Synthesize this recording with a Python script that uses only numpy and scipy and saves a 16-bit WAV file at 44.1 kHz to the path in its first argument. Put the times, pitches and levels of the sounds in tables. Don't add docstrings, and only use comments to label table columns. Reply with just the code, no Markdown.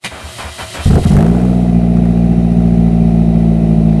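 import sys
import numpy as np
from scipy import signal
from scipy.fft import rfft, irfft
from scipy.io import wavfile
from scipy.ndimage import uniform_filter1d, minimum_filter1d

SR = 44100
rng = np.random.default_rng(int(sys.argv[2]) if len(sys.argv) > 2 else 0)


def file_out(sig):
    cols = np.atleast_2d(sig).T
    lim = np.clip(cols, -1, 1)
    pcm = np.round(lim * 32767).astype(np.int16)
    wavfile.write(sys.argv[1], SR, pcm)


N = 176400
T = np.arange(N) / SR

# time in seconds, firings per second.
FIRING_RATE = [(1.186, 51), (1.25, 56), (1.34, 60), (1.45, 61.3), (1.6, 60), (1.8, 58.55), (2.2, 58.38),
               (2.68, 58.25), (3, 57.13), (3.4, 56.52), (3.75, 55.52), (4, 54.6)]
# start in seconds, then boom, rasp, crack and silencer ring in dB.
COLD_COUGHS = [(0.857, -1, 3, 12, -0.5), (0.878, -9, -7, -8, -4), (.898, 6, 13.5, 26.5, 2.5),
               (0.9277, 4.5, 8.5, 24, 2), (0.953, -15, 18.5, 11, -2.5), (0.9658, 10.5, 16.5, 24.5, -31),
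               (0.974, -11, -2, 1, -17), (.995, -9, -1, -11, -4.5), (1.016, -21, 2, -9, -9),
               (1.0529, 13, 11, 29, 0), (1.1037, 8.5, 12, 20.5, -16), (1.124, 7, 6, 19, -14),
               (1.145, 0, 14.5, 18, 0), (1.1652, 14, 15, 9, 1.5)]
# pitch in Hz, level in dB, seconds to fade by 60 dB.
METAL_MODES = [(797, -12, .12), (1346, -6, .1), (1662, -10, .1), (1828, -10, .1), (2380, -1, .11),
               (2551, -9, .08), (3048, -7, .11), (3257, -8, .1), (3738, -8, .06)]
FIRST_COUGH_S, CATCH_S, SETTLED_S = COLD_COUGHS[0][0], FIRING_RATE[0][0], FIRING_RATE[4][0]


def firings():
    # time in seconds, then boom, rasp and crack in dB.
    force = [(1.186, 1.5, 15, 20), (1.26, -1, 8.5, 13), (1.33, -4, 7.5, 10.5), (1.6, -2.5, 3, 1),
             (2.5, -1.5, 1, 2), (3.3, -1.5, 2, -3), (4, -1, 4, -32)]
    cylinders = [(-2.5, -1), (.6, 0), (2, 1), (-.3, 0)]
    rows = [(s, k % 4, boom, rasp, crack) for k, (s, boom, rasp, crack, _) in enumerate(COLD_COUGHS)]
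    cycles = np.cumsum(curve(FIRING_RATE) * (T >= CATCH_S)) / SR
    onsets = np.searchsorted(cycles, np.arange(int(cycles[-1]) + 1), "right")
    for k, s in enumerate(T[onsets.clip(0, N - 1)]):
        boom, rasp, crack = (curve(force, s, column) for column in (1, 2, 3))
        boom_offset, rasp_offset = cylinders[k % 4]
        rows.append((s, k % 4, boom + boom_offset, rasp + rasp_offset, crack))
    return rows


def exhaust():
    # frequency in Hz, relative level in dB.
    boom_tone = [(20, -53), (38, -31), (56, -3), (85, -2), (117, 0.5), (150, 0.5), (178, -1), (232, -2.5),
                 (290, -6), (350, -32.5), (420, -30), (560, -36), (660, -23), (780, -31), (950, -52.5),
                 (2000, -64.5), (5000, -92)]
    # frequency in Hz, relative level in dB.
    rasp_tone = [(40, -38), (100, -3.5), (200, -7), (300, 4.5), (420, 3), (540, -2.5), (690, -0.5),
                 (800, -4), (950, -17.5), (1400, -25.5), (2500, -33), (6000, -63.5)]
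    # frequency in Hz, relative level in dB.
    crack_tone = [(200, -11), (700, -4), (1300, 2), (2200, -10), (4000, -23), (9000, -22), (15000, -35)]
    # pitch in Hz, level in dB, seconds to fade by 60 dB.
    silencer_modes = [(82.1, 1.5, 0.22), (126.6, -10, 0.21), (178, -20, 0.1), (231.3, -15, 0.6),
                      (701, -34, 0.53)]
    # start in seconds, level in dB.
    spits = [(0.955, 28), (1.167, 41), (1.174, 34), (1.187, 19), (1.207, 24), (1.226, 26.5), (1.266, 20),
             (1.451, 16.5), (1.97, 11.5), (2.108, 11), (2.136, 5), (2.174, 11.5), (2.52, 11.5), (3.78, 7.5),
             (3.925, 9)]
    rasp_rise_s, rasp_fall_s, crack_fall_s, spit_fall_s = 0.0059, 0.013, 0.0053, 0.0019
    jitter_s, crack_lag_s, boom_scatter_db, crack_scatter_db = 0.00006, 0.003, 1.5, 2
    repeat_share = 0.52
    booms, rasps, cracks, knocks = np.zeros((4, N))
    t = T[:2048]
    rush = (1 - np.exp(-t / rasp_rise_s)) * np.exp(-t / rasp_fall_s)
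    signatures = noise((4, len(t)))
    for s, cylinder, boom_db, rasp_db, crack_db in firings():
        late, force, sharp = noise(3)
        s = s + jitter_s * late
        add(booms, s, amp([boom_db + boom_scatter_db * force]))
        gas = np.sqrt(repeat_share) * signatures[cylinder] + np.sqrt(1 - repeat_share) * noise(len(t))
        add(rasps, s, amp(rasp_db) * rush * gas)
        crack_db += crack_scatter_db * sharp * (s > CATCH_S)
        add(cracks, s + crack_lag_s, amp(crack_db) * np.exp(-t / crack_fall_s) * noise(len(t)))
    for s, *_, ring_db in COLD_COUGHS:
        add(knocks, s, amp([ring_db - 1.5]))
    for s, db in spits:
        add(cracks, s, amp(db) * np.exp(-t / spit_fall_s) * noise(len(t)))
    pipe = response(boom_tone)
    add(pipe, 0.0053, amp(-1) * pipe)
    boom = -amp(-1) * through(booms, pipe / abs(pipe).max())
    silencer = through(knocks, ring(silencer_modes))
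    rasp = amp(-19.5) * through(rasps, response(rasp_tone))
    crack = amp(-40) * through(cracks, response(crack_tone))
    return boom + silencer + rasp + crack


def pipe_song():
    # multiple of the firing rate, level in dB.
    overtones = [(6, -32), (10, -37), (11, -29.5), (12, -33), (13, -37), (14, -43)]
    cycles = np.cumsum(curve(FIRING_RATE)) / SR
    fade_in = np.clip((T - CATCH_S) / (SETTLED_S - CATCH_S), 0, 1)
    return fade_in * sum(amp(db) * np.sin(2 * np.pi * (k * cycles + rng.random())) for k, db in overtones)


def starter():
    # start in seconds, length in seconds, level in dB.
    strokes = [(0.106, 0.21, -7), (0.379, 0.11, -1.5), (0.58, 0.0564, 1), (0.74, 0.08, 0.5),
               (1.031, .025, -3)]
    # time in seconds, level in dB.
    spin_levels = [(0, -44), (.03, -11), (.06, 0), (.11, -8), (.27, -2), (.31, 0), (.38, 2.5), (.46, -4),
                   (.55, 2), (.66, 0.5), (.74, 5), (.79, -5), (.85, 6.5), (.98, -1.5), (1.05, 3.5),
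                   (1.13, 2), (1.2, -9.5), (1.35, -10.5), (1.6, -13), (2.1, -38.5), (4, -94)]
    # frequency in Hz, relative level in dB.
    grind_tone = [(60, -6), (200, 3.5), (330, -4.5), (600, 2), (900, 1), (1400, -0.5), (2000, -5.5),
                  (3000, -8.5), (5000, -23), (10000, -35), (13000, -39)]
    # frequency in Hz, relative level in dB.
    sizzle_tone = [(59, -43.5), (100, 9), (300, -17.5), (381, -1), (465, -21.5), (640, 2.5), (797, -11),
                   (1340, -7.5), (1540, -15.5), (2040, -3), (2210, -11.5), (3160, -4), (3490, -11.5),
                   (3780, -5.5), (5860, -13), (9100, -10.5), (11800, -18), (15300, -59), (22000, -120)]
    # multiple of the tooth rate, level in dB.
    whine_partials = [(1, 0.5), (2, -14), (4, -9), (9, 0), (10, -14), (11, -16.5)]
    rise_s, fall_s, sag_db = 0.0073, 0.015, -6
    unloaded_tooth_hz, drag, waver_depth, waver_s = 363, 0.0591, 0.0081, 0.0038
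    load = np.zeros(N)
    for s, length, db in strokes:
        age = np.maximum(T - s, 0)
        attack = 1 - np.exp(-age / rise_s)
        release = np.exp(-np.maximum(age - length, 0) / fall_s)
        load += amp(db + sag_db * np.minimum(age / length, 1)) * attack * release
    waver = waver_depth * unit(uniform_filter1d(noise(), int(waver_s * SR)))
    tooth_phase = 2 * np.pi * np.cumsum(unloaded_tooth_hz * (1 - drag * load + waver)) / SR
    teeth = 1 + 0.43 * np.cos(tooth_phase)
    spin = amp(curve(spin_levels))
    whine = spin * sum(amp(db) * np.cos(k * tooth_phase) for k, db in whine_partials)
    scrape = noise() * teeth * load
    metal = ring(METAL_MODES)
    gear_ring = through(scrape, metal / np.linalg.norm(metal))
    grind = through(scrape, response(grind_tone)) + amp(-10.5) * gear_ring
    sizzle = through(noise() * teeth * spin * (1 + 0.52 * load), response(sizzle_tone))
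    return amp(-24) * grind + amp(-34) * sizzle + amp(-47) * whine


def pinion():
    # start in seconds, level in dB.
    clacks = [(.039, -10), (.0455, 1), (.052, -3), (.059, -5)]
    # frequency in Hz, relative level in dB.
    clack_tone = [(30, -44), (100, 2), (190, 8.5), (350, -11), (800, 2.5), (1300, -7), (2400, 0.5),
                  (4500, -8), (5600, -15), (9000, -12.5), (11000, -16.5), (12500, -33), (15000, -40)]
    # pitch in Hz, level in dB, seconds to fade by 60 dB.
    solenoid_modes = [(199, -14, .12), (1997, -13, .1), (2379, -2, .1), (3779, -13, .12), (4813, -17, .12),
                      (6320, -22, .12), (8931, -19, .11)]
    bursts, knocks = np.zeros((2, N))
    t, fall_s = T[:SR // 4], 0.013
    for s, db in clacks:
        add(bursts, s, amp(db) * np.exp(-t / fall_s) * noise(len(t)))
        add(knocks, s, amp([db]))
    rattle = through(bursts, response(clack_tone))
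    return amp(-16.5) * rattle + amp(-18) * through(knocks, ring(solenoid_modes))


def air_puffs():
    # start in seconds, level in dB.
    puffs = [(0.119, -5), (0.235, 2.5), (.44, 3), (0.494, -8), (.615, -2), (0.785, 6)]
    # start in seconds, level in dB.
    thumps = [(1.485, -13), (3.04, -25)]
    puff_hz, puff_t60_s, puff_rise_s = 75.5, 0.19, 0.02
    thump_hz, thump_t60_s = 32, 0.08
    air = np.zeros(N)
    puff = ring([(puff_hz, -16.5, puff_t60_s)])
    puff *= np.minimum(T[:len(puff)] / puff_rise_s, 1)
    for s, db in puffs:
        add(air, s, amp(db) * puff)
    for s, db in thumps:
        add(air, s, ring([(thump_hz, db, thump_t60_s)]))
    return air


def engine_bay():
    # frequency in Hz, relative level in dB.
    whirr_tone = [(530, -21.5), (900, -13), (1120, -16), (1330, -10), (1700, -17.5), (2000, -0.5),
                  (2130, -10), (2450, -5), (3420, -16), (3810, -10), (4720, -18.5), (5430, -18),
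                  (7500, -23.5), (8630, -21), (9710, -19.5), (10800, -22), (11800, -33.5), (15300, -61),
                  (22000, -120)]
    fade_in = np.clip((T - FIRST_COUGH_S) / (CATCH_S - FIRST_COUGH_S), 0, 1)
    cycles = np.cumsum(curve(FIRING_RATE)) / SR
    pulsing = 1 + 0.083 * np.cos(2 * np.pi * cycles)
    whirr = unit(through(noise() * pulsing, response(whirr_tone)))
    ticks = np.exp(-(2 * cycles % 1) / 0.3)
    valves = unit(through(noise() * ticks, ring(METAL_MODES)))
    return fade_in * (amp(-44.5) * whirr + amp(-55) * valves)


def yard(x):
    slap_s, tail_t60_s = 0.0105, 0.41
    t = T[:SR // 2]
    tail = noise(len(t)) * amp(-60 * t / tail_t60_s) * (t > slap_s)
    echo = amp(-11) * tail / np.linalg.norm(tail)
    add(echo, slap_s, amp([-11.5]))
    return x + through(x, echo)


def amp(db):
    return 10 ** (np.asarray(db) / 20)


def unit(x):
    return x / np.sqrt(np.mean(x ** 2) + 1e-20)


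def noise(size=N):
    return rng.standard_normal(size)


def curve(rows, t=T, column=1):
    rows = np.array(rows)
    return np.interp(t, rows[:, 0], rows[:, column])


def add(mix, s, sound):
    part = mix[max(round(s * SR), 0):][:len(sound)]
    part += sound[:len(part)]


def through(x, impulse):
    return signal.fftconvolve(x, impulse)[:N]


def response(tone, size=16384):
    points_hz, db = np.transpose(tone)
    hz = np.fft.rfftfreq(size, 1 / SR)
    spectrum_db = np.interp(np.log(hz + 1), np.log(points_hz + 1), db)
    cepstrum = irfft(spectrum_db * np.log(10) / 20)
    cepstrum[1:size // 2] *= 2
    cepstrum[size // 2 + 1:] = 0
    impulse = irfft(np.exp(rfft(cepstrum)))[:size // 2]
    return impulse / np.linalg.norm(impulse)


def ring(modes):
    t = T[:SR // 2]
    return sum(amp(db - 60 * t / t60) * np.sin(2 * np.pi * hz * t) for hz, db, t60 in modes)


def scene():
    near = exhaust() + pipe_song() + air_puffs()
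    under_bonnet = pinion() + starter() + engine_bay()
    return (near + yard(under_bonnet))[None]


def record(dry):
    limiter_s, cutoff_hz = 0.005, 15500
    span = int(limiter_s * SR)
    allowed_gain = np.minimum(1, 1 / (abs(dry) + 1e-9))
    limited = dry * uniform_filter1d(minimum_filter1d(allowed_gain, span), span)
    low_pass = signal.firwin(511, cutoff_hz, window=("kaiser", 9), fs=SR)
    return signal.oaconvolve(limited, low_pass[None], "same")


dry = scene()
out = record(dry)
file_out(out)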